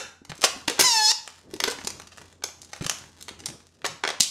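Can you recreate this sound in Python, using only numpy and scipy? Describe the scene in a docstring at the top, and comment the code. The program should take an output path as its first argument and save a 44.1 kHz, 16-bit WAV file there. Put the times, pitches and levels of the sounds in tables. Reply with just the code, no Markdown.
"""Hands work a long latex balloon in a small bare room, close to a narrow stereo microphone.
Taut rubber slips and snaps, ringing skin and edge; bumped or dragged air chambers thud and groan.
One end tears: filtered noise rushes out and the torn neck flaps, partials in a squeak that falls,
then turns up as it ends. Fingers rub in tiny random slips. A faint hum and dull rumble lie below.
Decaying noise answers as the room, wider than the sources, which stand in the middle."""
import sys
import numpy as np
from scipy import signal
from scipy.io import wavfile

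SR = 44100
rng = np.random.default_rng(int(sys.argv[2]) if len(sys.argv) > 2 else 0)


def invert_db(x):
    """Field ratio 10**(x/20) for x, a level in decibels (scalar or array-like)."""
    u = np.asarray(x, float) / 20
    return 10 ** u


def output_pcm(signal):
    """Save a mono or channel-first signal as 16-bit PCM at the path in sys.argv[1].

    Samples are clipped to [-1, 1] before scaling.
    """
    pcm = np.clip(np.atleast_2d(signal).T, -1, 1) * 32767
    wavfile.write(sys.argv[1], SR, np.round(pcm).astype(np.int16))


N = 189718
LEAD = 4410   # samples ahead of the start, heard only by their reverberation
TOTAL = N + LEAD


def rms_one(x):
    """Scale to rms 1."""
    return x / np.sqrt(np.mean(x ** 2) + 1e-20)


def seconds():
    """Time of every sample, negative in the lead-in."""
    return (np.arange(TOTAL) - LEAD) / SR


def in_time(rows):
    """Columns of a curve, sample by sample, lead-in included."""
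    s, *columns = np.transpose(rows)
    return [np.interp(seconds(), s, column) for column in columns]


def at_hz(points, hz):
    """Level in dB of a spectrum at hz, read along log frequency."""
    point_hz, point_db = np.transpose(points)
    return np.interp(np.log(hz), np.log(point_hz), point_db)


def drift(rate_hz):
    """Slow random wander of spread 1: low-passed noise, drawn once every 40 samples."""
    r = np.exp(-80 * np.pi * rate_hz / SR)
    noise = rng.standard_normal(N // 40 + 2200)
    slow = signal.lfilter([1], [1, -2 * r, r * r], noise)[2000:]   # settled part
    return np.interp(np.arange(TOTAL) / 40, np.arange(len(slow)), rms_one(slow))


def resonate(x, modes):
    """Two-pole resonances in parallel, signs alternating."""
    out = 0
    for k, (hz, width_hz, level_db) in enumerate(modes):
        r = np.exp(-np.pi * width_hz / SR)
        poles = [1, -2 * r * np.cos(2 * np.pi * hz / SR), r * r]
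        zeros = [(1 - r * r) / 2, 0, (r * r - 1) / 2]
        out = out + (-1) ** k * invert_db(level_db) * signal.lfilter(zeros, poles, x + 1e-18)
    return out


def struck(clicks, modes):
    """Resonances scaled so that a unit click rings up to a peak of 1."""
    click_peak = np.abs(resonate(signal.unit_impulse(shape=200), modes)).max()
    return resonate(clicks, modes) / click_peak


def band(x, low_hz, high_hz):
    """Second-order band-pass."""
    return signal.sosfilt(signal.butter(2, [low_hz, high_hz], "band", fs=SR, output="sos"), x)


# Rubber letting go close by; the last two rows are bounces of the snap at 4.2058 s, 13 ms apart. Each row: time
# in seconds, knock of the skin in dB, crack of the edge in dB, length of the slip in ms. The levels are those
# before slips over 5.3 ms are softened.
SLIPS = [(-0.04, -8, -6.5, 5.6), (0.2506, -40, -32, 3.4), (0.2958, -30, -29.5, 10.3),
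         (0.3184, -20, -57, 0.67), (0.354, -55, -32, 1.5), (0.3794, -58, -31, 2.0),
         (0.4118, -40, -25, 0.77), (0.4184, -28, -14, 2.2), (0.4274, -25, -21, 12), (0.4397, -4.5, -1, 3.8),
         (0.4435, -14, -4.5, 13), (0.6788, -16.5, -12, 1.3), (0.682, -8, -7, 1.16),
         (0.6986, -17, -9.5, 2.1), (0.7803, -25, -36, 12), (0.7927, -10.5, -9, 8.2),
         (1.2768, -25.5, -22, 1.4), (1.5117, -43, -37.5, 2.35), (1.54, -31, -21.5, 1.4),
         (1.5637, -36, -31, 3.7), (1.603, -9.5, -8.5, 2.1), (1.6392, -12, -5, 1.7),
         (1.7013, -44, -17.5, 1.8), (1.7115, -30, -16, 1.3), (1.7162, -29, -18, 1.4),
         (1.721, -27, -23, 2.4), (1.7861, -30, -39, 5.9), (1.8148, -29, -51, 0.87), (1.839, -45, -31, 1.5),
         (1.8477, -32.5, -23.5, 3.3), (1.8724, -22.5, -10.5, 3.9), (1.9035, -29.5, -21.5, 3.1),
         (1.9989, -33, -27, 1.8), (2.0185, -37, -33, 3.3), (2.072, -39.5, -32.5, 6),
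         (2.1191, -38.5, -40, 12), (2.1747, -34, -31, 1.5), (2.182, -32, -31, 2), (2.215, -38.5, -37, 7.6),
         (2.3271, -43.5, -39.5, 1.3), (2.423, -35.5, -44.5, 4.2), (2.439, -20.5, -11, 3.4),
         (2.4877, -33.5, -36, 2.7), (2.618, -61, -27, 0.6), (2.6304, -43, -38, 3.4),
         (2.648, -62, -31, 0.84), (2.7325, -27, -25, 6.3), (2.7632, -34, -30, 1.6),
         (2.8096, -32.5, -37, 9.1), (2.8235, -37, -30, 4.4), (2.844, -27.5, -21.5, 7.3),
         (2.8651, -18, -11, 3.3), (2.8968, -14, -2.5, 1.35), (2.9142, -25.5, -24, 1.6),
         (2.9861, -37, -30.5, 2.9), (3.0398, -33, -57.5, 1.4), (3.211, -48, -27, 2.7),
         (3.2259, -43, -20.5, 1.5), (3.283, -25.5, -25.5, 3.9), (3.2913, -26, -22.5, 1.4),
         (3.391, -44, -39, 8.7), (3.4032, -37, -32, 2.9), (3.438, -37.5, -44.5, 3.9), (3.4591, -34, -11, 2),
         (3.4661, -30.5, -22, 4.1), (3.4872, -29.5, -23, 0.83), (3.5016, -36, -29, 2.6),
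         (3.604, -43, -46, 1.8), (3.669, -50, -38.5, 1.8), (3.8188, -37.5, -41.5, 2.1),
         (3.845, -15, -31, 5.9), (3.8518, -20.5, -20.5, 10), (3.863, -24, -14.5, 4.5),
         (4.011, -54, -48, 1.1), (4.038, -10.5, -17, 3.1), (4.0509, -12, -19, 2), (4.0765, -11, -14.5, 2.4),
         (4.0895, -13.5, -17.5, 2.6), (4.1033, -18, -18.5, 2.8), (4.201, -25.5, -14, 2.9),
         (4.2058, -29, 8.5, 0.73), (4.2192, -37, -13, 1.5), (4.232, -62, -9, 1.8)]
# One twist chatters, five short slips at a steady beat.
# One row: knock in dB, crack in dB, length in ms.
CHATTER = (-19, -18, 1.12)
CHATTER_S, CHATTER_BEAT_S = 1.6768, .00198
# Resonances of the stretched skin and of the snapping edge.
# Each row: frequency in Hz, width in Hz, level in dB.
SKIN = [(680, 728, 2), (1700, 1150, 2.5), (3076, 1530, -2)]
EDGE = [(3684, 2120, 0), (6630, 4050, 3), (10480, 13000, -16.5)]


def slips(follow_db):
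    """Each slip creeps, lets go sharply, and trails a swarm of smaller releases that dies over its length."""
    knocks, cracks = np.zeros((2, TOTAL + 1000))
    ms = (np.arange(1000) - 150) / SR * 1000   # the release is at sample 150
    creep = invert_db(-11.5 + 4.3 * ms)
    rows = SLIPS + [(CHATTER_S + k * CHATTER_BEAT_S, *CHATTER) for k in range(5)]
    for s, knock_db, crack_db, length_ms in rows:
        small, sparse = rng.standard_normal((2, 1000))
        trail = np.exp(-(ms / max(length_ms - .9, .1)) ** 2)
        swarm = invert_db(follow_db) * small * (sparse > .8) * np.where(ms < 0, creep, trail)
        swarm[150] = min(1, 5.3 / length_ms)   # long slips have a softer sharp release
        at = round(s * SR) + LEAD - 150
        knocks[at:at + 1000] += invert_db(knock_db) * swarm
        cracks[at:at + 1000] += invert_db(crack_db) * swarm
    return (struck(knocks, SKIN) + struck(cracks, EDGE))[:TOTAL]


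# Air chambers bumped by the hands. Each row: time in seconds, level in dB, which chamber.
THUDS = [(.217, -37.5, "body"), (.297, -29.5, "long"), (.322, -33, "long"), (.391, -38, "body"),
         (.562, -32.5, "body"), (.679, -20, "body"), (0.7, -21.5, "bubble"), (.793, -20.5, "body"),
         (.811, -32.5, "body"), (1.536, -23, "ear"), (1.554, -31.5, "body"), (1.625, -32, "body"),
         (1.646, -26, "ear"), (1.677, -17, "bubble"), (1.68, -26, "body"), (1.788, -33, "body"),
         (1.845, -27, "leg"), (1.871, -28.5, "ear"), (2.81, -20.5, "long"), (2.822, -23, "body"),
         (2.836, -30, "body"), (2.856, -25.5, "long"), (3.31, -37, "body"), (4.203, -21.5, "leg")]
# The trapped air of each chamber, by name. Each entry: frequency in Hz, t60 in seconds.
CHAMBERS = {"long": (148, 0.059), "leg": (225, 0.02), "body": (282, .048), "ear": (368, 0.024),
            "bubble": (480, 0.039)}


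def thuds():
    """A soft blow sets the trapped air of one chamber swinging for a few cycles."""
    out, t = np.zeros(TOTAL + 6000), np.arange(6000) / SR
    for s, level_db, chamber in THUDS:
        hz, t60 = CHAMBERS[chamber]
        onset = 1 - np.exp(-t / 0.0005)
        swing = np.sin(2 * np.pi * hz * t) * onset * invert_db(-60 * t / t60)
        at = round(s * SR) + LEAD
        out[at:at + 6000] += invert_db(level_db) * swing
    return out[:TOTAL]


# Air rushing through the tear: a burst, a thin leak under the squeak, a last puff as the neck closes.
TEAR_S, BURST_DB, BURST_HOLD_S, BURST_FALL_DB_PER_S = .794, -16.5, 0.02, 479
LEAK_DB, PUFF_S, PUFF_DB, PUFF_RISE_DB_PER_S = -51.5, 1.117, -39.5, 254.5
# Colour of the rushing air. Each row: frequency in Hz, width in Hz, level in dB.
RUSH_COLOUR = [(298, 360, -9), (1470, 3200, -7), (5930, 1450, 0), (10100, 5100, -10.5)]


def rush():
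    """Turbulent air is filtered noise with a ragged level."""
    t = seconds()
    burst = invert_db(BURST_DB - BURST_FALL_DB_PER_S * np.maximum(t - TEAR_S - BURST_HOLD_S, 0))
    puff = invert_db(PUFF_DB - PUFF_RISE_DB_PER_S * np.abs(PUFF_S - t))
    flowing = np.clip(np.minimum(t - TEAR_S, PUFF_S - t) / .003 + 1, 0, 1)   # 3 ms ramps
    ragged = invert_db(3.0 * drift(180))
    level = flowing * (burst + invert_db(LEAK_DB) + puff) * ragged
    return level * rms_one(resonate(rng.standard_normal(TOTAL), RUSH_COLOUR))


# The torn neck flaps in pairs of beats. Each row: time in seconds, pairs per second,
# level of the low partials in dB, level of the high partials in dB.
SQUEAK = [(.836, 500, -25, -21), (.855, 513, -27.5, -17), (.91, 466, -33, -21), (.965, 443, -26.5, -23),
          (1.01, 430, -26, -26.5), (1.06, 429, -35, -19.5), (1.09, 436, -34, -19), (1.112, 468, -31, -16.5),
          (1.119, 484, -23, -13.5)]
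# Spectra of the low and the high partials. Each row: frequency in Hz, level in dB on top of the above.
NECK_LOW = [(400, -11.5), (900, 2), (1750, -7.5), (2600, -5), (3200, -7), (4000, -34.5)]
NECK_HIGH = [(2400, -32), (3450, -12), (4300, -5), (5200, -1), (6000, -8.5), (7000, -8), (8000, -18),
             (10000, -27.5), (13000, -36), (16000, -46)]


def squeak(wobble_db, jitter):
    """Partials of the flapping; beats alike in a pair leave the odd partials weak."""
    start, end = (round(SQUEAK[k][0] * SR) + LEAD for k in (0, -1))
    part, length = slice(start, end), end - start
    pairs, low_db, high_db = (curve[part] for curve in in_time(SQUEAK))
    odd_db = np.linspace(-18.5, -11.5, length)   # beats of a pair grow less alike as the pressure falls
    turn = 2 * np.pi * np.cumsum(pairs * (1 + jitter * drift(200)[part])) / SR
    squeal = np.zeros(length)
    for k in range(1, 38):
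        hz = k * pairs
        size = invert_db(low_db + at_hz(NECK_LOW, hz)) + invert_db(high_db + at_hz(NECK_HIGH, hz))
        wobble = wobble_db * np.clip(hz / 5000, 0, 1) * drift(28)[part]
        weak_odd = (k % 2) * odd_db * np.clip(1.3 - hz / 7000, 0, 1)   # less so higher up
        squeal += size * invert_db(wobble + weak_odd) * np.cos(k * turn + .05 * k * k)
    from_start = np.arange(length)
    out = np.zeros(TOTAL)
    out[part] = squeal * np.clip(np.minimum(from_start, from_start[::-1]) / 90, 0, 1)   # 2 ms fades
    return out


# Fingers rubbing on rubber. Each row: time in seconds, level in dB.
RUB = [(0, -46), (.2, -105), (.4, -51.5), (.66, -57), (.8, -52.5), (1.3, -57), (1.45, -65), (1.72, -50.5),
       (1.95, -62), (2.25, -58.5), (2.4, -73), (2.62, -65), (2.7, -60), (2.83, -46), (3.1, -64),
       (3.17, -59), (3.45, -65.5), (3.75, -71), (3.9, -69), (4.3, -88)]


def rub(per_s):
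    """Tiny uneven slips, in crowds that thicken and thin, ring the same skin and edge."""
    level_db, = in_time(RUB)
    sizes = invert_db(6.9 * np.minimum(rng.exponential(1, TOTAL), 4)) * rng.choice([-1, 1], TOTAL)
    grains = sizes * (rng.random(TOTAL) < per_s * invert_db(5 * drift(20)) / SR)
    return invert_db(level_db) * rms_one(resonate(grains, EDGE) + invert_db(3.0) * resonate(grains, SKIN))


# A chamber dragged against another groans.
# Each row: start in seconds, length in seconds, level in dB, which chamber.
GROANS = [(.80, .07, -42, "long"), (3.39, .07, -47, "body"), (3.45, .13, -47, "long"),
          (3.465, .08, -45, "body"), (3.86, .12, -52, "long")]


def groans(width_hz):
    """Steady friction keeps the trapped air sounding, swelling and fading."""
    out, t = 0, seconds()
    for s, length_s, level_db, chamber in GROANS:
        hz, _ = CHAMBERS[chamber]
        air = resonate(rng.standard_normal(TOTAL), [(hz, width_hz, 0)])
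        swell = np.sin(np.pi * np.clip((t - s) / length_s, 0, 1))
        out = out + invert_db(level_db) * swell * rms_one(air)
    return out


def room(x, count):
    """The hands keep moving, so each moment sounds from another spot; only the room differs left and right."""
    place = np.arange(TOTAL) / (.16 * SR)   # a new spot every 0.16 s, round and round
    out = 0
    for k in range(count):
        away = np.abs((place - k + count / 2) % count - count / 2)
        share = np.cos(np.pi / 2 * np.clip(away, 0, 1)) ** 2
        out = out + signal.fftconvolve((share * x)[None], room_reply(), axes=1)[:, :TOTAL]
    mid, side = out
    return np.array([mid + side, mid - side])


# Near surfaces. Each row: delay in ms, spread in ms, level in dB over the tail.
ECHOES = [(1.29, 0.96, 9.5), (4.33, 1.4, 10), (13.2, 1.1, -2), (18.24, 0.86, -2.5), (25, 0.97, -7)]
# Tail of the bare room. Each row: band centre in Hz, t60 in seconds, level in dB.
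ROOM = [(152, 1, -11), (431.5, 0.31, -1.5), (1023, 0.52, -3.5), (2073, 0.42, -2.5), (4840, 0.41, -4),
        (7840, 0.3, -4.5), (12800, 0.43, -8)]


def room_reply():
    """Mid and side answer of the room from one spot: clustered near echoes, then a tail dying band by band."""
    t = np.arange(SR // 2) / SR
    reply = np.zeros((2, len(t)))
    for hz, t60, level_db in ROOM:
        noise = band(rng.standard_normal(reply.shape), hz / 1.35, min(hz * 1.563, 19000))
        # energy in step with the band's width, whatever its t60
        width_share = (min(hz * 1.5, 19000) - hz / 1.5) / (SR / 2)
        energy = np.sqrt(width_share / (t60 * SR / np.log(1e6)))
        reply += invert_db(level_db - 60 * t / t60) * energy * rms_one(noise)
    diffuse = 1 - 0.8 * np.exp(-t / 0.008)   # the tail needs time to fill
    near = sum(invert_db(level_db) * np.exp(-((1000 * t - ms) / spread_ms) ** 2)
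               for ms, spread_ms, level_db in ECHOES)
    reply *= [diffuse + near, diffuse + .3 * near]
    reply = signal.lfilter([.6, .4], [1], reply)   # soft surfaces swallow the top
    # the side is quieter and thinner: a narrow stereo microphone
    reply[1] = invert_db(-13) * band(signal.lfilter([1, -.35], [1], reply[1]), 1400, 19000)
    return reply


# The hum wavers. Each row: time in seconds, level in dB.
HUM = [(0, -66.5), (.7, -65), (1.05, -76.5), (1.35, -67), (1.9, -59.5), (2.4, -62.5), (3.1, -64.5),
       (3.45, -60), (3.7, -67.5), (4.3, -69)]
HUM_HZ, RUMBLE_DB = 85.5, 5.5   # the rumble's level is beside the hum


def background():
    """A wavering low sine hum over dull rumble of low-passed noise."""
    level_db, = in_time(HUM)
    turn = 2 * np.pi * HUM_HZ * np.cumsum(1 + 0.0026 * drift(8.1)) / SR
    hum = invert_db(level_db + 0.75 * drift(5.8)) * np.sqrt(2) * np.sin(turn)
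    rumble = rms_one(band(rng.standard_normal(TOTAL), 54, 380))
    return hum + invert_db(RUMBLE_DB + level_db + 3.2 * drift(4.0)) * rumble


def scene():
    """Everything the hands do sounds in the room; the hum is everywhere."""
    hands = slips(follow_db=-10.5) + thuds() + groans(width_hz=28.0) + rub(per_s=1800.0)
    jet = rush() + squeak(wobble_db=2.0, jitter=0.0014)
    # the jet points at the microphone, so the room answers it 2 dB less
    answer = room(hands + invert_db(-2) * jet, count=5)
    return (hands + jet + answer + background())[:, LEAD:]


def top_cut(x):
    """Nothing passes above the cut-off."""
    return signal.sosfilt(signal.butter(12, 16460, fs=SR, output="sos"), x)


def record(dry):
    """Peaks are rounded softly, then the top is cut steeply below 16.6 kHz."""
    rounded = 1.15 * np.tanh(dry / 1.15)
    mix = signal.sosfilt(signal.cheby2(12, 60, 16600, fs=SR, output="sos"), rounded)
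    return top_cut(mix)


dry = scene()
out = record(dry)
output_pcm(out)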